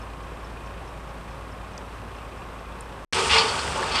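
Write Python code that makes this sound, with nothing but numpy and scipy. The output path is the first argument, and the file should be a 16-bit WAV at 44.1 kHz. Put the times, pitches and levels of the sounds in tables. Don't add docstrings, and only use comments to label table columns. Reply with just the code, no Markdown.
import sys
import numpy as np
from scipy.fft import rfft, irfft, next_fast_len
from scipy.io import wavfile
from scipy.ndimage import map_coordinates

SR = 44100
rng = np.random.default_rng(int(sys.argv[2]) if len(sys.argv) > 2 else 0)


def output_pcm(signal):
    pcm = np.clip(np.atleast_2d(signal).T, -1, 1) * 32767
    wavfile.write(sys.argv[1], SR, np.round(pcm).astype(np.int16))


N = 176400
IDLE_END_S, WORK_START_S = 3.048, 3.126
CYCLE_HZ, CYLINDERS = 4.655, 6


def amp(db):
    return 10 ** (np.asarray(db) / 20)

def unit(x):
    return x / np.sqrt(np.mean(x ** 2) + 1e-20)

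def clock():
    return np.arange(N) / SR

def level(points):
    return amp(np.interp(clock(), *np.transpose(points)))

def noise():
    return rng.standard_normal(N)

def wobble(rate):
    return map_coordinates(rng.standard_normal(1024), [clock() * rate], mode="wrap")

def filtered(x, response):
    size = next_fast_len(N + SR // 2)
    return irfft(rfft(x, size) * response(np.fft.rfftfreq(size, 1 / SR)), size)[:N]

def coloured(x, points):
    hz, db = np.transpose(points)
    return unit(filtered(x, lambda f: amp(np.interp(np.log(f + 1), np.log(hz + 1), db))))

def ringing(x, modes):
    band = lambda f, hz, width: 1j * f * width / (hz * hz - f * f + 1j * f * width)
    response = lambda f: sum(amp(db) * band(f, hz, w) * band(f, hz, 8 * w) for hz, w, db in modes)
    return unit(filtered(x, response))

def grains(rate, spread_db):
    hits = (rng.random(N) < rate / SR) * np.sign(noise())
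    return unit(hits * amp(spread_db * np.minimum(rng.exponential(size=N), 4)))

def tones(rows, drift, flutter_db, rate):
    out = np.zeros(N)
    for hz, db in rows:
        gain = np.sqrt(2) * amp(db + flutter_db * wobble(rate))
        out += gain * np.sin(2 * np.pi * (hz * clock() + rng.random()) + drift * wobble(rate))
    return out

def decay(start, t60, rise_s=.0004):
    age = np.maximum(clock() - start, 0)
    return np.minimum(age / rise_s, 1) * amp(np.maximum(-60 * age / t60, -200))

def idle_fade(db_per_s):
    return amp(-db_per_s * (clock() - IDLE_END_S / 2))


# multiple of the engine cycle, level in dB.
EXHAUST_TONES = [(6, -65), (10, -56), (12, -42.5), (18, -63), (24, -66.5), (30, -59)]
# frequency in Hz, relative level in dB.
IDLE_RUMBLE = [(8.8, -39), (15, -11), (38, -7), (60, -2.5), (77, -2), (146, -5), (237, -6), (276, -7.5),
               (322, -19.5), (420, -12.5), (550, -56), (920, -120)]

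def exhaust():
    harmonics = [(round(k) * CYCLE_HZ, db) for k, db in EXHAUST_TONES]
    pulses = tones(harmonics, drift=.1, flutter_db=.4, rate=7.4) * idle_fade(db_per_s=1)
    return pulses + amp(-46) * coloured(noise(), IDLE_RUMBLE)

# frequency in Hz, relative level in dB.
BLOCK_SPECTRUM = [(180, -36), (300, -7), (340, -3), (520, -1), (726, -2.5), (940, -1.5), (1100, -3.5),
                  (1380, -5.5), (2200, -13), (2510, -12.5), (4330, -23.5), (5330, -25), (6900, -29.5),
                  (7800, -26.5), (8900, -26.5), (9800, -32), (11300, -34), (13300, -35), (13900, -48)]

def engine_block():
    throb = 1 + .046 * np.cos(2 * np.pi * CYLINDERS * CYCLE_HZ * clock())
    return amp(-42 + .29 * wobble(14)) * throb * coloured(noise(), BLOCK_SPECTRUM)

# frequency in Hz, width in Hz, relative level in dB.
TICK_MODES = [(5300, 120, 0), (6100, 140, -6.5), (4020, 90, -9.5)]

def engine_tick(first_s=.015, decay_s=.0092):
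    age = (clock() - first_s) % (1 / CYCLE_HZ)
    gain = amp(-71.5 + .8 * wobble(3.83)) * idle_fade(db_per_s=2.5)
    return gain * ringing(noise() * np.exp(-age / decay_s), TICK_MODES)

KNOCK_ACCENTS = [1, -1.5, 1]
# frequency in Hz, relative level in dB.
KNOCK_SPECTRUM = [(300, -23), (600, -3), (1150, 3), (1800, -9.5), (2550, -5.5), (3500, -8.5), (5000, -20),
                  (9000, -29), (14000, -37)]
# frequency in Hz, width in Hz, relative level in dB.
CHATTER_MODES = [(2465, 41, 1), (2654, 51, -5.5)]

def second_diesel(firing_hz=29.76, decay_s=.0068):
    firing, fraction = np.divmod(clock() * firing_hz, 1)
    firing = firing.astype(int)
    size = amp(np.take(KNOCK_ACCENTS, firing, mode="wrap") + 2 * rng.standard_normal(256)[firing])
    blows = noise() * size * np.exp(-fraction / firing_hz / decay_s)
    chatter = amp(-63.5 + 3.2 * wobble(12)) * ringing(blows, CHATTER_MODES)
    return amp(-55) * coloured(blows, KNOCK_SPECTRUM) + chatter

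# time in seconds, level in dB.
SCRAPE_LEVEL = [(3.126, -29), (3.19, -24), (3.25, -30), (3.288, -29), (3.305, -20), (3.335, -17.5),
                (3.378, -18.5), (3.41, -23.5), (3.46, -28.5), (3.53, -32), (3.7, -35), (3.78, -35),
                (3.9, -33), (3.945, -30.5), (3.958, -23.5), (4.0, -26.5)]
BOOM_LEVEL = [(3.126, -46), (3.18, -33), (3.25, -33), (3.32, -38.5), (3.375, -32.5), (3.45, -32),
              (3.53, -43.5), (3.74, -58), (3.765, -35.5), (3.82, -32), (3.9, -45), (3.96, -38.5),
              (4.0, -40)]
CLANG_LEVEL = [(3.126, -40), (3.18, -28), (3.285, -35), (3.375, -21), (3.44, -29), (3.53, -31.5),
               (3.68, -41), (3.752, -58), (3.762, -32.5), (3.85, -31.5), (3.925, -43), (3.96, -28),
               (4.0, -30.5)]
# frequency in Hz, relative level in dB.
SCRAPE_SPECTRUM = [(300, -39), (700, -18), (1250, 1), (1600, -3.5), (2100, 0), (2500, 1), (3300, 1),
                   (4000, -5.5), (4700, -3.5), (5400, -8.5), (6000, -15), (9000, -19), (11500, -52),
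                   (14000, -70)]
# frequency in Hz, width in Hz, relative level in dB.
SCRAPE_MODES = [(2370, 20, 3), (2590, 23, -1), (2805, 41, -1), (3075, 30, -10), (3320, 17, -1),
                (3620, 30, -4)]
BOOM_MODES = [(384, 14, -6), (438, 19, -6.5), (457.1, 10, -2), (540, 15, -8.5)]
CLANG_MODES = [(821, 22, -10), (879, 24, -1), (933, 41, -4), (1082, 24, -4), (1118, 26, -4.5),
               (1175, 26, -3), (1262, 31, -7), (1438, 60, -12.5)]

def grinding_soil():
    contacts = grains(rate=4500, spread_db=2.8) + .5 * noise()
    scrape = unit(coloured(contacts, SCRAPE_SPECTRUM) + amp(-12.5) * ringing(contacts, SCRAPE_MODES))
    boom = level(BOOM_LEVEL) * ringing(contacts, BOOM_MODES)
    clang = level(CLANG_LEVEL) * ringing(contacts, CLANG_MODES)
    return level(SCRAPE_LEVEL) * scrape + boom + clang

# start and end in seconds, first and last pitch in Hz, gain in dB.
GROANS = [(3.14, 3.31, 385, 386, -30.5), (3.135, 3.29, 462, 456, -30.5), (3.335, 3.51, 458, 436, -28.5)]

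def steel_groans(attack_s=.033):
    t, out = clock(), np.zeros(N)
    for start, end, first_hz, last_hz, db in GROANS:
        pitch = np.interp(t, [start, end], [first_hz, last_hz])
        phase = 2 * np.pi * np.cumsum(pitch) / SR + .24 * wobble(60)
        swell = np.clip((t - start) / attack_s, 0, 1)
        fade = np.sqrt(np.clip((end - t) / (end - start), 0, 1))
        gain = np.sqrt(2) * amp(db + 1.9 * wobble(50)) * swell * fade
        out += gain * (np.sin(phase) + amp(-8) * np.sin(2 * phase + wobble(80)))
    return out

# start in seconds, ring level in dB, seconds to fall 60 dB.
STONE_STRIKES = [(3.131, -32, .03), (3.383, -16, 0.078), (3.391, -18, 0.14), (3.484, -28, 0.2),
                 (3.59, -28, 0.11), (3.825, -36, 0.075), (3.918, -31, 0.17), (3.934, -31, 0.1),
                 (3.955, -29, 0.24), (3.988, -29, 0.098)]
# frequency in Hz, width in Hz, relative level in dB.
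STONE_MODES = [(4285, 25, -1), (4494, 28, 1), (4605, 30, 1), (4789, 45, -5), (5240, 140, -13)]
# frequency in Hz, relative level in dB.
STONE_RASP = [(1500, -25), (3000, -4), (4000, -5), (4500, -1), (5200, -11), (6200, -22), (9000, -35),
              (12000, -70)]

def stones():
    out = np.zeros(N)
    for start, db, t60 in STONE_STRIKES:
        ring = ringing(noise(), STONE_MODES)
        rasp = amp(-6.5) * coloured(noise(), STONE_RASP)
        out += amp(db) * decay(start, t60) * (ring + rasp)
    return out

# start in seconds, level in dB, centre frequency in Hz.
CLOD_KNOCKS = [(3.1312, -16, 3000), (3.258, -20, 2300), (3.3025, -19, 2800), (3.359, -17, 1400),
               (3.678, -24.5, 1730), (3.757, -22, 650), (3.828, -21, 1200), (3.955, -24, 2500)]
# multiple of the centre frequency, relative level in dB.
CLOD_SPECTRUM = [(.1, -25), (.5, -8), (1, 0), (1.5, -7), (2.5, -20), (4, -60)]

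def clods():
    out = np.zeros(N)
    for start, db, centre_hz in CLOD_KNOCKS:
        spectrum = [(k * centre_hz, band_db) for k, band_db in CLOD_SPECTRUM]
        out += amp(db) * decay(start, t60=.03) * coloured(noise(), spectrum)
    return out

# frequency in Hz, relative level in dB.
GRIT_SPECTRUM = [(2000, -24), (5000, 1), (6800, -3), (8200, 2), (9200, -3.5), (10000, -8), (11000, -18.5),
                 (12000, -28), (14000, -38)]

def grit(fade_db_per_s=11, dulling_db_per_s=4, split_hz=9600):
    age = np.maximum(clock() - WORK_START_S, 0)
    hiss = coloured(grains(rate=4500, spread_db=3) + .5 * noise(), GRIT_SPECTRUM)
    coarse = filtered(hiss, lambda hz: 1 / (1 + (hz / split_hz) ** 20))
    fine = amp(-dulling_db_per_s * age) * (hiss - coarse)
    return amp(-33 - fade_db_per_s * age + .6 * wobble(60)) * (coarse + fine)

# frequency in Hz, level in dB.
WORK_TONES = [(52, -49.5), (72, -46), (94, -47), (115, -56), (160, -55)]
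# frequency in Hz, relative level in dB.
LOADED_RUMBLE = [(20, -23), (60, -8), (120, -1), (240, -0.5), (300, -4.5), (520, 0), (720, -1),
                 (1500, 0), (4000, -38.5)]

def working_engine():
    drone = tones(WORK_TONES, drift=.35, flutter_db=5, rate=14)
    return drone + amp(-32) * coloured(noise(), LOADED_RUMBLE)

# start in seconds, level in dB, low and high band edge in Hz.
SNAPS = [(1.778, -33.5, 4600, 8000), (2.808, -35, 6870, 10340)]

def snaps():
    out = np.zeros(N)
    for start, db, low, high in SNAPS:
        band = [(low / 2, -40), (low * .93, -22), (low, 0),
                (high, -5), (high * 1.07, -18), (high * 1.5, -35)]
        out += amp(db) * decay(start, t60=.014) * coloured(noise(), band)
    return out

# frequency in Hz, level in dB.
MACHINE_HUM = [(94, -56.5), (110.5, -57), (118, -62), (180.5, -58.5), (282.5, -59), (343, -66.5),
               (382, -66), (538, -59.5), (565, -64.5)]
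GEAR_WHINE = [(1077, -53.5), (1141, -57.5), (1225, -61.5)]

def distant_machines():
    hum = tones(MACHINE_HUM, drift=.41, flutter_db=3, rate=4.01)
    return hum + tones(GEAR_WHINE, drift=1, flutter_db=3, rate=25)

def scene():
    t = clock()
    idle = exhaust() + engine_block() + second_diesel() + engine_tick() + distant_machines() + snaps()
    work = working_engine() + grinding_soil() + steel_groans() + stones() + clods() + grit()
    floor = amp(-79) * coloured(noise(), [(20, 19), (60, -23), (300, -35), (3000, -60)])
    return (idle * (t < IDLE_END_S) + work * (t >= WORK_START_S) + floor)[None]

def record(dry, top_hz=13900):
    return filtered(dry[0], lambda hz: 1 / (1 + (hz / top_hz) ** 120))[None]


dry = scene()
out = record(dry)
output_pcm(out)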